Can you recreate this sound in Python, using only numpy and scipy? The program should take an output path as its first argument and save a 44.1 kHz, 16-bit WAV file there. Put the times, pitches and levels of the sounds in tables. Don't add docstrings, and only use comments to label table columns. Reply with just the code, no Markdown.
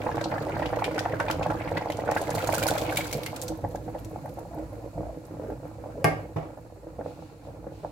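import sys
import numpy as np
from scipy import signal
from scipy.fft import rfft, irfft
from scipy.io import wavfile
from scipy.ndimage import uniform_filter1d

SR = 44100
rng = np.random.default_rng(int(sys.argv[2]) if len(sys.argv) > 2 else 0)


def dump_mix(stems):
    frames = np.atleast_2d(stems).T
    limited = np.clip(frames, -1, 1)
    pcm = np.round(limited * 32767).astype(np.int16)
    wavfile.write(sys.argv[1], SR, pcm)


N = 348831
TIME = np.arange(N) / SR
POUR_START_S, POUR_FULLEST_S, POUR_END_S = 2.11, 2.75, 3.47


def gain_of(db):
    return 10 ** (np.asarray(db) / 20)


def evened(x):
    return x / np.sqrt(np.mean(x ** 2) + 1e-20)


def unit(x):
    return x / np.sqrt(np.sum(x ** 2, -1, keepdims=True) + 1e-20)


def read(points, hz):
    f, value = np.transpose(points)
    return np.interp(np.log(hz + 1), np.log(f + 1), value)


def follow_curve(points):
    return np.interp(TIME, *np.transpose(points))


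def add(mix, s, sound):
    part = mix[..., max(round(s * SR), 0):][..., :sound.shape[-1]]
    part += sound[..., :part.shape[-1]]


def through(x, response):
    return signal.oaconvolve(np.atleast_2d(x), np.atleast_2d(response), axes=1)[:, :x.shape[-1]]


def colour(x, points, size=8192):
    hz = abs(np.fft.fftfreq(size, 1 / SR))
    log_gain = np.log(gain_of(read(points, hz)))
    response = np.fft.ifft(np.exp(signal.hilbert(log_gain).conj())).real
    return through(x, response[:size // 2])


def pair(z, alike):
    alike = np.clip(alike, 0, 1)
    return np.array([z[0], alike * z[0] + np.sqrt(1 - alike ** 2) * z[1]])


def noise_pair(alike, length=N):
    return pair(rng.standard_normal((2, length)), alike)


def lean(x, points):
    side_db = read(points, np.fft.rfftfreq(N, 1 / SR)) * np.array([[.5], [-.5]])
    return irfft(rfft(x) * gain_of(side_db), N)


def clicks(per_s, spread_db, count=6000):
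    when, size, sign = rng.random((count, 3))[:int(per_s * N / SR)].T
    size = gain_of(spread_db * np.minimum(-np.log(1 - size), 3.5))
    return np.bincount((when * N).astype(int), size * np.sign(sign - .5), N)


def chance_events(gain, spread_db, hz, spread_octaves, count):
    when, size, pitch = rng.random((count, 3)).T
    at = ((np.arange(count) + when) * N / count).astype(int)
    level_db = 20 * np.log10(gain[at]) + spread_db * (2 * size - 1)
    pitch_hz = (hz * np.ones(N))[at] * 2 ** (spread_octaves * (2 * pitch - 1))
    return np.transpose([at / SR, level_db, pitch_hz])


def ring(modes, apart_hz):
    t = np.arange(SR // 2) / SR
    sound = np.zeros((2, len(t)))
    for k, (hz, db, t60) in enumerate(modes):
        phase = (-1) ** k * np.array([[1], [-1]]) * min(hz / apart_hz, np.pi / 4)
        sound += gain_of(db - 60 * t / t60) * np.sin(2 * np.pi * hz * t + phase)
    return sound


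# (f/Hz, t60/s)
KITCHEN_DECAY = [(60, 0.16), (300, 0.047), (1000, 0.3), (3000, 0.4), (8000, 0.27), (16000, 0.17)]


def kitchen(x, alike_hz=650):
    hz, t, z = signal.stft(rng.standard_normal((2, SR // 2)), SR, nperseg=256)
    z = pair(z, 1 / (1 + (hz[:, None] / alike_hz) ** 4))
    z = z * gain_of(-60 * t / read(KITCHEN_DECAY, hz)[:, None])
    tail = signal.istft(z, SR, nperseg=256)[1]
    fade_in = np.clip(np.arange(tail.shape[1]) / SR / 0.005, 0, 1) ** 2
    return through(x, unit(tail * fade_in))


def scatter(t60, alike):
    t = np.arange(SR // 5) / SR
    return unit(noise_pair(alike, len(t)) * gain_of(-60 * t / t60))


def places(count):
    hop = SR // 40
    place = rng.integers(0, count, N // hop + 1).repeat(hop)[:N]
    return [np.sqrt(abs(uniform_filter1d(1. * (place == k), size=400))) for k in range(count)]


def walls(x, t60, alike, count=6):
    return sum(through(x * share, scatter(t60, alike)) for share in places(count))


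def crackle(points, per_s, spread_db, hiss):
    grains = walls(clicks(per_s, spread_db), t60=0.067, alike=0.014, count=4)
    return evened(colour(evened(grains) + hiss * rng.standard_normal((2, N)), points))


def pushes(contacts):
    force = np.zeros(N)
    for s, db, contact_ms in contacts:
        u = np.arange(SR // 50) / SR * 1000 / contact_ms
        push = u * np.exp(-4 * u)
        add(force, s, gain_of(db) * push / push.sum())
    return signal.sosfilt(signal.butter(3, 100, "highpass", fs=SR, output="sos"), force)


# (t/s, relative chatter level/dB, fade/s, relative ring level/dB, contact time/ms)
RIM_RATTLES = [(6.0445, -21.5, 0.05, -2, 0.17), (6.36, -32, 0.057, -3, 3.5)]
# (f/Hz, relative level/dB per Hz)
RATTLE_SPECTRUM = [(25, -52), (100, -11), (400, 5.5), (750, 2.5), (1000, -9), (1200, -6), (1500, -16),
                   (2100, -19), (2700, -21), (3400, -29.5), (6000, -37), (16000, -52)]


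def rattle(rise_s=0.0018):
    chatter = np.zeros(N)
    for s, db, fade, _, _ in RIM_RATTLES:
        age = np.maximum(TIME - s, 0)
        chatter += gain_of(db) * (1 - np.exp(-age / rise_s)) * np.exp(-age / fade)
    return chatter * crackle(RATTLE_SPECTRUM, per_s=910, spread_db=7.5, hiss=0.47)


# (t/s, relative level/dB, contact time/ms)
BOWL_KNOCKS = [(6.0438, -8.5, 0.1), (6.0457, 0.5, 1.6), (6.0495, -6.5, 0.24), (6.053, 3, 2.3),
               (6.0589, -18, 0.4), (6.0757, -8, 2), (6.3593, -9, 2.9), (6.366, -5.5, 2.6), (6.376, -8, 2.7),
               (6.393, -10, 5.3), (6.472, -17, 3)]
# (f/Hz, relative level/dB)
THUD_SPECTRUM = [(20, -46), (60, -26), (120, -12), (220, 7.5), (420, 8.5), (800, 20.5), (1300, -11),
                 (2400, 5), (3400, -7), (5000, -1.5), (8000, -1), (11000, 4), (16000, -11)]
# (f/Hz, relative level/dB, t60/s)
BOWL_MODES = [(122, -24, 0.25), (157, -19, 0.25), (287, -31, 0.3), (400, -24, 0.13), (450, -25, 0.2),
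              (660, -24, 0.2), (758, -22, 0.26), (845, -33, 0.25), (1160, -20, 0.18), (1427, -42, 0.3),
              (1594, -26, 0.25), (1622, -21, 0.055), (1818, -27, 0.19), (1850, -30, 0.11),
              (1958, -33, 0.17), (2152, -23, 0.13), (2175, -33, .2), (2353, -33, 0.17), (2625, -38, 0.2),
              (2860, -37, 0.14), (3349, -49, .2), (4538, -51, 0.2), (4780, -35, 0.06)]


def bowl(thud_db=9, ring_db=2.5, clatter_db=11.5):
    thud = colour(pushes(BOWL_KNOCKS), THUD_SPECTRUM)
    clatter = walls(thud, t60=0.022, alike=0.23)
    landings = pushes([(s, db, contact_ms) for s, _, _, db, contact_ms in RIM_RATTLES])
    ringing = through(landings, ring(BOWL_MODES, apart_hz=1500))
    return gain_of(thud_db) * thud + gain_of(clatter_db) * clatter + gain_of(ring_db) * ringing


# (start t/s, end t/s)
PUREE_SPREAD = (2.4, 3.8)


def thickness():
    return np.interp(TIME, PUREE_SPREAD, [0, 1])


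def flow(start_db=-11, end_db=-11.5, land_s=0.015, drip_out_s=0.031):
    swell_db = np.interp(TIME, [POUR_START_S, POUR_FULLEST_S, POUR_END_S], [start_db, 0, end_db])
    landing = np.clip((TIME - POUR_START_S) / land_s, 0, 1)
    return gain_of(swell_db) * landing * np.exp(-np.maximum(TIME - POUR_END_S, 0) / drip_out_s)


def wetness(rest_db, thick_db, settle_db_per_s, pour_db):
    settled_db = settle_db_per_s * np.maximum(TIME - POUR_END_S, 0)
    return np.hypot(gain_of(rest_db + thick_db * thickness() - settled_db), gain_of(pour_db) * flow())


# (t/s, relative level/dB, nominal pitch f/Hz)
LOUD_POPS = [(0.07, -14, 770), (0.092, -15.5, 865), (0.181, -13, 790), (0.215, -18.5, 654),
             (0.327, -14, 720), (0.381, -19, 804), (0.493, -19, 610), (0.502, -18, 725), (0.559, -28, 674),
             (0.568, -10.5, 778), (0.598, -15, 660), (0.623, -12, 770), (0.73, -12, 682), (0.735, -16, 900),
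             (0.771, -28, 630), (0.79, -18, 1070), (0.821, -21, 875), (0.882, -20, 706), (0.982, -16, 810),
             (1.056, -16.5, 626), (1.125, -32, 725), (1.156, -29, 710), (1.2, -13, 960), (1.21, -12.5, 854),
             (1.284, -17.5, 756), (1.301, -13, 900), (1.357, -17.5, 580), (1.396, -17, 660),
             (1.413, -13.5, 680), (1.46, -20, 970), (1.508, -13, 724), (1.552, -18, 694), (1.659, -19, 617),
             (1.719, -12, 680), (1.758, -15.5, 610), (1.778, -14, 750), (1.821, -17.5, 710),
             (1.86, -14, 724), (1.901, -14, 674), (1.991, -14.5, 643), (2.021, -19, 557), (2.075, -15, 660),
             (2.091, -7.5, 722), (2.12, -13, 646), (2.165, -7, 747), (2.217, -13.5, 674),
             (2.283, -17.5, 590), (2.31, -18.5, 700), (2.352, -15, 597), (2.381, -15.5, 720),
             (2.43, -17.5, 655), (2.492, -7, 786), (2.534, -10.5, 664), (2.621, -14.5, 586),
             (2.638, -15, 680), (2.666, -12, 710), (2.715, -9.5, 646), (2.822, -16.5, 542),
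             (2.905, -15.5, 700), (2.928, -21, 650), (2.987, -17, 654), (3.152, -17, 540),
             (3.332, -20.5, 750), (3.436, -24.5, 710), (3.504, -19.5, 446), (3.522, -21, 630),
             (3.642, -17, 630), (3.649, -14, 700), (3.75, -15, 600), (3.867, -31, 476), (3.888, -22, 610),
             (3.931, -36, 540), (3.949, -23, 730), (3.963, -21.5, 670), (4.161, -20, 733), (4.26, -19, 715),
             (4.374, -25, 620), (4.387, -23, 720), (4.536, -29, 683), (4.578, -31, 640), (4.595, -24, 520),
             (4.621, -39, 710), (4.66, -39, 660), (4.753, -39, 535), (4.844, -28, 554), (4.98, -20, 627),
             (5.008, -19.5, 620), (5.034, -23, 686), (5.056, -37, 570), (5.095, -39, 590),
             (5.126, -43, 660), (5.174, -27.5, 490), (5.311, -26, 440), (5.341, -26, 485),
             (5.398, -23.5, 537), (5.438, -23.5, 570), (5.461, -36, 563), (5.503, -19.5, 564),
             (5.521, -20.5, 520), (5.635, -27, 640), (5.655, -24, 565), (5.841, -24.5, 680),
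             (5.861, -26, 590), (5.901, -27.5, 620), (6.169, -26, 576), (6.505, -31.5, 614),
             (6.576, -27.5, 627), (6.664, -34.5, 545), (6.725, -31, 570), (6.871, -26.5, 563),
             (6.992, -17, 550), (7.012, -18, 644), (7.062, -18, 620), (7.109, -30, 655),
             (7.192, -27.5, 567), (7.225, -28.5, 720), (7.473, -30, 606), (7.644, -31, 700),
             (7.669, -23.5, 528), (7.722, -33, 516), (7.836, -27, 560), (7.849, -15, 740)]


def surge(lead_s=0.0042, fade_s=0.021):
    t = np.arange(0, N, 64) / SR
    age = t - np.array(LOUD_POPS)[:, :1]
    gulps = np.exp(-abs(age) / np.where(age < 0, lead_s, fade_s)).sum(0)
    return np.interp(TIME, t, np.tanh(gulps))


# (t/s, relative vigour level/dB)
BOIL_VIGOUR = [(0.0, 3.5), (1.45, 2), (1.85, -2.5), (2.1, -1), (2.65, 1.5), (3.2, -4), (3.8, -7),
               (4.3, -7.5), (4.42, -9.5), (4.62, -8.5), (5.1, -12), (5.26, -15.5), (5.42, -8),
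               (5.75, -12.5), (6.2, -3.5), (6.31, -13.5), (6.5, -12.5), (6.72, -21.5), (7.05, -12),
               (7.38, -20), (7.5, -12.5), (7.9, -17.5)]


def boiling(follow, thick_db=0, surge_db=0):
    return gain_of(follow * follow_curve(BOIL_VIGOUR) + thick_db * thickness() + surge_db * surge())


# (t/s, level/dB)
ROLL_LEVEL = [(2.9, -64), (3.1, -47), (3.45, -65), (3.7, -47), (4.05, -51), (4.45, -65), (4.68, -42.5),
              (4.9, -52), (5.04, -35), (5.23, -62), (5.5, -56), (5.9, -56.5), (6.9, -58), (7.35, -57),
              (7.9, -50)]
# (f/Hz, relative level/dB per Hz)
DEEP_SPECTRUM = [(20, -40), (38, -25), (50, 2), (60, 13.5), (78, -24), (130, -33), (400, -65)]


def roll():
    return gain_of(follow_curve(ROLL_LEVEL)) * evened(colour(noise_pair(alike=0.9), DEEP_SPECTRUM))


# (t/s, level/dB before the rise and fade, rise/s, fade/s)
FOAM_SWELLS = [(7.03, -54, 0.038, 0.11), (7.19, -63.5, 0.033, 0.18), (7.435, -64, 0.0068, 0.052),
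               (7.7, -61, 0.032, 0.46)]
# (f/Hz, relative level/dB per Hz)
FOAM_SPECTRUM = [(1500, -15), (2500, 4), (3200, -4), (4150, 1), (5500, -6), (7500, -7), (10000, -12),
                 (16000, -19)]


def foam():
    hiss = evened(colour(noise_pair(alike=0.1), FOAM_SPECTRUM))
    swell = np.zeros(N)
    for s, db, rise, fade in FOAM_SWELLS:
        age = np.maximum(TIME - s, 0)
        swell += gain_of(db) * (1 - np.exp(-age / rise)) * np.exp(-age / fade)
    return swell * hiss


def blip(hz, rise=0.00095, fall=0.0018, sag=0.15, lead=0.002924):
    t = np.arange(SR // 50) / SR - lead
    shape = np.where(t < 0, np.exp(-.5 * (t / rise) ** 2), 1 / np.cosh(t / fall * 1.89))
    pitch = hz * (1 - np.clip(sag, 0, .6) * np.tanh(t / 0.00066))
    return lead, shape * np.sin(2 * np.pi * (np.cumsum(pitch) / SR + rng.random()))


def crowd(low_hz, high_hz, per_s, spread_db, cycles, count=14):
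    weights = np.hanning(count + 4)[2:-2] ** .5
    out = np.zeros(N)
    for hz, weight in zip(np.geomspace(low_hz, high_hz, count), weights):
        moments = clicks(per_s, spread_db)
        _, collapse = blip(hz, rise=.5 / hz, fall=cycles / hz)
        out += weight * through(moments, collapse)[0]
    return evened(out)


def squelches(points, per_s, spread_db, last):
    t = np.arange(SR // 20) / SR
    power = abs(through(clicks(per_s, spread_db) ** 2, (t * np.exp(-t / last)) ** 2))
    return evened(np.sqrt(power) * colour(noise_pair(alike=0.064), points))


def splatter():
    wet = squelches([(1200, -25), (2300, 13.0), (4500, -9), (7000, -23), (16000, -15)],
                    per_s=70, spread_db=3.5, last=0.0026)
    fine = squelches([(2500, -27), (6000, -3), (8000, -5), (13000, 10), (16000, -11)],
                     per_s=60, spread_db=6.0, last=0.0018)
    return (wet * wetness(rest_db=-62.5, thick_db=-22, settle_db_per_s=2, pour_db=-47.5)
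            + fine * wetness(rest_db=-79.5, thick_db=12, settle_db_per_s=4.5, pour_db=-50))


def droplets():
    pings = crowd(low_hz=2600, high_hz=14000, per_s=14, spread_db=3.5, cycles=5)
    pings = evened(through(pings, scatter(t60=0.02, alike=0.061)))
    return pings * wetness(rest_db=-60.5, thick_db=-33.0, settle_db_per_s=4, pour_db=-50.5)


def patchy(x, patchy_db):
    z = signal.stft(x, nperseg=128)[2]
    patches = uniform_filter1d(rng.standard_normal(z.shape[1:]), size=4, axis=0)
    patches = evened(uniform_filter1d(patches, size=4, axis=1))
    return evened(signal.istft(z * gain_of(patchy_db * patches), nperseg=128)[1][:, :N])


# (f/Hz, relative level/dB per Hz)
SPRAY_SPECTRUM = [(1500, -7.5), (3000, -1.5), (4200, 2), (5500, -2), (7500, 0), (8800, -4.5), (12500, -3.5),
                  (16000, -7.5)]
# (f/Hz, relative level/dB per Hz)
BROTH_SPRAY_SPECTRUM = [(1500, -8), (3000, 1), (4200, 2), (5500, -1), (7500, -2), (8800, -8), (12500, -9),
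                        (16000, -18)]
# (t/s, left over right level/dB)
SPRAY_PAN = [(2.2, 3), (2.55, -7), (2.75, -4), (3.1, 1.5)]


def spray(clump_db=1.5, drops_per_s=1300):
    clumps = gain_of(clump_db * evened(uniform_filter1d(rng.standard_normal(N), size=70)))
    hits = .25 + 3. * (rng.random(N) < drops_per_s / SR)
    drops = clumps * hits * noise_pair(alike=0.07)
    from_puree = evened(colour(drops, SPRAY_SPECTRUM))
    from_broth = evened(colour(drops, BROTH_SPRAY_SPECTRUM))
    mist = patchy(np.where(TIME > POUR_START_S, from_puree, from_broth), patchy_db=4.5)
    return mist * gain_of(follow_curve(SPRAY_PAN) * np.array([[.5], [-.5]]))


def ticks():
    specks = clicks(per_s=70, spread_db=3.5)
    specks = through(specks, scatter(t60=0.002, alike=0.3)) + .6 * through(specks, scatter(t60=0.025, alike=0.1))
    specks = evened(colour(specks, SPRAY_SPECTRUM))
    return specks * wetness(rest_db=-61, thick_db=-14, settle_db_per_s=10, pour_db=-45.5)


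def lumps(lumpy_db):
    wander = uniform_filter1d(uniform_filter1d(rng.standard_normal(N), size=600), size=200)
    return gain_of(lumpy_db * evened(wander))


# (f/Hz, relative level/dB per Hz)
FROTH_SPECTRUM = [(500, -2.5), (1000, 3), (1480, -2.5), (1850, -6.5), (2200, -9.5), (2650, -12.5),
                  (3150, -21), (4200, -21.5), (6000, -22), (16000, -55)]
# (f/Hz, relative level/dB per Hz)
STEAM_SPECTRUM = [(1500, -3), (2500, 6), (3200, -4.5), (4200, 5.5), (5500, -0.5), (7500, 4.5), (8800, -1.5),
                  (12500, -2.5), (16000, -16)]


def surface(froth_db=-47.0, tiny_db=-48, churn_db=6, smother_s=0.58):
    tiny = crowd(low_hz=1050, high_hz=2600, per_s=6, spread_db=4.2, cycles=2.8)
    tiny = evened(walls(tiny, t60=0.06, alike=0.052)) * gain_of(-12 * thickness())
    froth = crackle(FROTH_SPECTRUM, per_s=300, spread_db=2.5, hiss=0.45)
    froth = gain_of(froth_db) * froth + gain_of(tiny_db) * tiny
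    churned = np.hypot(boiling(follow=0.52, thick_db=-5.0, surge_db=3.5), gain_of(churn_db) * flow())
    fizz = crackle(SPRAY_SPECTRUM, per_s=260, spread_db=5, hiss=.6)
    steam = evened(colour(rng.standard_normal((2, N)), STEAM_SPECTRUM))
    smothered = np.clip((TIME - POUR_END_S) / smother_s, 0, 1)
    fizz = np.sqrt(1 - smothered) * fizz + np.sqrt(smothered) * steam
    clots = lumps(lumpy_db=3.2 * np.sqrt(flow()) + 1.3 * (1 - thickness()))
    wet = wetness(rest_db=-61, thick_db=-0.5, settle_db_per_s=1.74, pour_db=-47.5)
    return froth * churned + fizz * clots * wet


def lesser_spits(spit_db=-47, pitch_hz=1750, bright_db=-15):
    gain = gain_of(spit_db) * boiling(follow=0.6, thick_db=-16, surge_db=5)
    rows = chance_events(gain, spread_db=4.5, hz=pitch_hz, spread_octaves=0.22, count=90)
    return [(*row, bright_db) for row in rows]


def cavity_ring(t, hz, glide=0.1, glide_s=0.017):
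    pitch = hz * (1 + glide * (np.tanh(t / glide_s) - .4))
    turns = np.cumsum(pitch) / SR + rng.random()
    side_turns = np.array([[0], [.35]]) * rng.random()
    return np.sqrt(2) * np.sin(2 * np.pi * (turns + side_turns))


# (t/s, relative level/dB, nominal pitch f/Hz, relative spray over snap level/dB)
LOUD_SPITS = [(0.016, -38.5, 2320, -19), (0.049, -48, 8050, 2), (0.114, -35.5, 1675, -20),
              (0.156, -45, 4540, 22), (0.209, -31.5, 1550, -11), (0.24, -32.5, 4130, -14),
              (0.314, -37.5, 1910, -20), (0.597, -36, 1410, -37), (0.625, -32, 1880, -34),
              (0.658, -33.5, 2940, -10), (0.738, -38.5, 1860, -28), (0.791, -36.5, 1420, -10),
              (0.841, -25, 2353, -7.5), (0.945, -45, 4670, 0), (0.979, -27, 1500, -12.5),
              (0.989, -30, 1840, -1), (1.053, -32, 1460, -30), (1.123, -39.5, 1970, -15),
              (1.2, -23.5, 1500, -18), (1.282, -31.5, 2450, -28), (1.299, -26.5, 1405, -18),
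              (1.31, -28.5, 3110, 9), (1.428, -33, 2560, -10), (1.501, -28.5, 1370, -20),
              (1.617, -39.5, 2240, -29), (1.675, -39, 2270, -28), (1.771, -28, 1986, -12.5),
              (1.901, -35, 2070, -5.5), (1.92, -37, 3080, -1), (1.969, -44.5, 7290, -3),
              (2.077, -30, 1480, -43), (2.111, -30.5, 1850, -8), (2.148, -38.5, 1550, 3),
              (2.167, -25, 1600, -17), (2.181, -39.5, 1540, 9), (2.214, -37, 7400, 2),
              (2.303, -35.5, 6650, -5), (2.349, -32.5, 7450, 9), (2.404, -37, 1420, -12),
              (2.421, -35, 2640, -7), (2.471, -31, 1430, 4), (2.496, -39, 2720, 19), (2.524, -32, 2280, -7),
              (2.538, -28, 1540, -3), (2.544, -27.5, 6000, 1), (2.58, -27, 1430, -1), (2.591, -39, 6000, 5),
              (2.62, -30, 1530, -20), (2.627, -26.5, 2380, -2), (2.667, -27, 2080, 9),
              (2.679, -25.5, 8150, 2), (2.683, -25.5, 1452, -19), (2.706, -36, 7000, 12),
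              (2.778, -31.5, 3340, 1), (2.814, -36.5, 3750, 12), (2.891, -33.5, 2190, -28),
              (2.923, -30.5, 1540, -9), (2.958, -34, 5960, 8), (2.97, -22, 2304, 1.5), (2.98, -41, 2800, 4),
              (3.006, -29.5, 2236, -24), (3.041, -39.5, 2300, 17), (3.068, -38, 2190, 10),
              (3.11, -37, 2160, 3), (3.127, -27.5, 2270, 6.5), (3.232, -36.5, 2240, 3),
              (3.261, -30, 2120, -1.5), (3.361, -36, 7040, 2), (3.415, -31, 6900, 1),
              (3.432, -38, 11000, -8), (3.48, -33.5, 6200, -2), (3.757, -44.5, 1650, -4),
              (3.984, -50, 2940, 7), (4.045, -44, 8900, 9), (4.291, -53, 4500, 12), (4.389, -49, 10200, 3),
              (4.585, -51, 1500, -5), (5.251, -55, 7750, -2), (5.44, -52, 1500, -20),
              (5.501, -49, 1600, -18), (5.521, -55, 1450, -20)]


def spits(snap_db=-0.5, spray_db=1, rise=0.00086, fall=0.0092, doubling_db=22, usual_db=-30, width=0.4):
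    t = np.arange(SR // 10) / SR
    snaps, spray_power = np.zeros((2, N)), np.zeros(N)
    for s, db, hz, bright_db in LOUD_SPITS + lesser_spits():
        fade = fall * 2 ** (max(db - usual_db, -doubling_db / 2) / doubling_db)
        shape = (1 - np.exp(-t / rise)) * np.exp(-t / fade)
        shape /= shape.max()
        spray_share = 1 / (1 + gain_of(-bright_db) ** 2)
        cavity = signal.butter(2, [hz / (1 + width), hz * (1 + width)], "bandpass", fs=SR)
        snap = evened(signal.lfilter(*cavity, noise_pair(alike=0.36, length=len(t))))
        clean = .7 / (1 + (hz / 3200) ** 4)
        snap = np.sqrt(1 - clean) * snap + np.sqrt(clean) * cavity_ring(t, hz)
        add(snaps, s, gain_of(db + snap_db) * np.sqrt(1 - spray_share) * shape * snap)
        add(spray_power, s, spray_share * (gain_of(db + spray_db) * shape) ** 2)
    return snaps + np.sqrt(spray_power) * spray()


# (t/s, relative level/dB, f/Hz)
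HEAVY_THUMPS = [(0.168, -23, 115), (0.309, -33, 122), (0.663, -20, 307), (0.973, -26, 310),
                (1.487, -26, 138), (2.349, -26, 102), (2.815, -27, 122), (2.883, -19.5, 312),
                (3.144, -22, 140), (3.632, -25, 97), (3.743, -28, 308), (4.223, -29.5, 137),
                (4.576, -25, 316), (4.953, -30, 157), (5.492, -32, 138)]


def thumps(thump_db=-5, cycles=3.5):
    out, t = np.zeros(N), np.arange(SR // 8) / SR
    for s, db, hz in HEAVY_THUMPS:
        swings = t * hz
        shape = (1 - np.exp(-swings / .5)) * np.exp(-swings / cycles)
        add(out, s, gain_of(db + thump_db) * shape / shape.max() * np.sin(2 * np.pi * swings))
    return out


def glug(hz, cycles, climb):
    turns = np.arange(SR // 20) / SR * hz
    shape = (1 - np.exp(-turns / .7)) ** 2 * np.exp(-turns / cycles)
    pitch = hz * (1 + climb * np.tanh(turns / (2 * cycles)))
    return shape * np.sin(2 * np.pi * np.cumsum(pitch) / SR)


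# (t/s, length/s, relative level/dB, middle pitch f/Hz)
GLUG_CLUSTERS = [(2.461, 0.1, -34.5, 720), (2.641, 0.22, -34, 640), (2.86, 0.084, -36.5, 584),
                 (3.13, 0.07, -36.5, 566), (3.92, 0.12, -53, 546), (4.228, 0.061, -41, 616),
                 (4.491, 0.15, -43, 658), (4.675, 0.23, -50, 566), (4.937, 0.22, -43, 572),
                 (5.378, 0.19, -41.5, 501), (5.931, 0.12, -41.5, 516), (6.203, 0.068, -49, 508)]


def gurgles(gurgle_db=0.0, cycles=3.4, climb=0.089, spread_octaves=0.37, apart=0.5, count=14):
    out = np.zeros((2, N))
    for s, length, db, hz in GLUG_CLUSTERS:
        run = np.zeros((2, SR // 2))
        for k, (when, size, pitch, side) in enumerate(rng.random((count, 4))):
            along = (k + when) / count
            sound = glug(hz * 2 ** (spread_octaves * (2 * pitch - 1)), cycles, climb)
            pan = 1 + apart * (2 * side - 1) * np.array([[1], [-1]])
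            add(run, along * length, pan * np.sqrt(np.sin(np.pi * along)) * (.5 + size) * sound)
        add(out, s, gain_of(db + gurgle_db) * unit(run) * np.sqrt(length * SR))
    return out


# (f/Hz, relative level/dB, t60/s)
POT_MODES = [(105, -6.5, 0.28), (122, -6, 0.12), (159.3, 4.5, 0.15), (217.6, 0, 0.094), (296.4, -11, 0.11),
             (313.6, 0, 0.16), (388, -12.5, 0.084), (490, -12, 0.15), (552.3, -5.5, 0.054),
             (620, -2, 0.026), (770, -11.5, 0.041), (899, -5.5, 0.062), (1190, -9, 0.042)]


def pot_ring(x, count=9):
    out = np.zeros((2, N))
    for share in places(count):
        shift, louder_db = rng.uniform(-1, 1, (2, len(POT_MODES))) * [[.045], [4]]
        modes = [(hz * (1 + d), db + e, t60) for (hz, db, t60), d, e in zip(POT_MODES, shift, louder_db)]
        out += through(x * share, ring(modes, apart_hz=1190))
    return out


def small_bubbles(thin_db=-39.5, thick_db=-40.5):
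    thin_soup = crowd(low_hz=410.6, high_hz=1024, per_s=16, spread_db=1.5, cycles=2.25)
    thick_soup = crowd(low_hz=440, high_hz=900, per_s=16, spread_db=4.5, cycles=2.66)
    blend = (np.sqrt(1 - thickness()) * gain_of(thin_db) * thin_soup
             + np.sqrt(thickness()) * gain_of(thick_db) * thick_soup)
    return blend * boiling(follow=0.72, surge_db=-1.5)


def lesser_pops(pop_db=-23.0, thin_hz=720, thick_hz=590):
    gain = gain_of(pop_db) * boiling(follow=1.0, thick_db=-1.0, surge_db=9.0)
    hz = thin_hz + (thick_hz - thin_hz) * thickness()
    return chance_events(gain, spread_db=4.0, hz=hz, spread_octaves=0.26, count=120)


def big_bubbles(pop_db=-3.0, birth_db=-14, overtone=2.18, crisp_db=-21, muffle_db=-4):
    bodies, satellites = np.zeros((2, N))
    pops = [*LOUD_POPS, *lesser_pops()]
    for (s, db, hz), (size, late, life) in zip(pops, rng.random((len(pops), 3))):
        lead, collapse = blip(hz)
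        start = s - lead
        add(bodies, start, gain_of(db + pop_db) * collapse)
        birth = blip(0.805 * hz, rise=0.00043, fall=0.0015)[1]
        add(bodies, start - .003 - 0.007 * life, gain_of(db + birth_db) * birth)
        satellite = blip(hz * overtone * (0.705 + .5 * size))[1]
        add(satellites, start + 0.00217 * late, gain_of(db) * satellite)
    return bodies + satellites * gain_of(crisp_db + muffle_db * thickness())


# (f/Hz, relative level/dB per Hz)
RUMBLE_SPECTRUM = [(20, -49), (36, -36), (54, 3.5), (76, -5.5), (106, 9), (160, 0), (215, -12.5), (310, 3),
                   (400, -17.5), (700, -57.5), (2000, -44)]


def boil(ring_db=-40.0, walls_db=-7.5, shove_db=-45, rumble_db=-40.0):
    bubbles = big_bubbles() + small_bubbles()
    reflected = gain_of(walls_db) * walls(bubbles, t60=0.089, alike=0.92)
    ringing = gain_of(ring_db) * pot_ring(bubbles)
    band = signal.butter(2, [50, 380], "bandpass", fs=SR)
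    shoves = signal.lfilter(*band, clicks(per_s=160, spread_db=5.5))
    heave = gain_of(shove_db) * evened(pot_ring(shoves)) * boiling(follow=0.81, thick_db=2.5, surge_db=4)
    rumble = gain_of(rumble_db) * evened(colour(noise_pair(alike=0.94), RUMBLE_SPECTRUM))
    rumble = rumble * boiling(follow=0.59, thick_db=2.0)
    return bubbles + reflected + ringing + gurgles() + thumps() + heave + rumble


# (f/Hz, left over right level/dB)
BOWL_PAN = [(120, -1), (400, 0), (1000, -0.5), (2000, -0.5), (4200, -2), (8000, -2), (12000, -8)]


def scene(pot_room_db=-12, bowl_room_db=-6):
    soup = boil() + roll() + surface() + splatter() + droplets() + ticks() + spits() + foam()
    knock = lean(bowl() + rattle(), BOWL_PAN)
    return soup + knock + kitchen(gain_of(pot_room_db) * soup + gain_of(bowl_room_db) * knock)


# (f/Hz, level/dB)
MICROPHONE_BALANCE = [(60, -0.5), (125, -2.5), (250, -4), (500, -0.5), (1000, -1.5), (2000, -1.5),
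                      (4200, 2), (8000, -1.5), (12000, -4)]


def record(dry, edge_hz=16000):
    heard = lean(dry, MICROPHONE_BALANCE)
    heard = heard / (1 + (heard / .8) ** 4) ** .25
    lowpass = signal.firwin(511, edge_hz, window=("kaiser", 9), fs=SR)
    return signal.oaconvolve(heard, lowpass[None], "same")


dry = scene()
out = record(dry)
dump_mix(out)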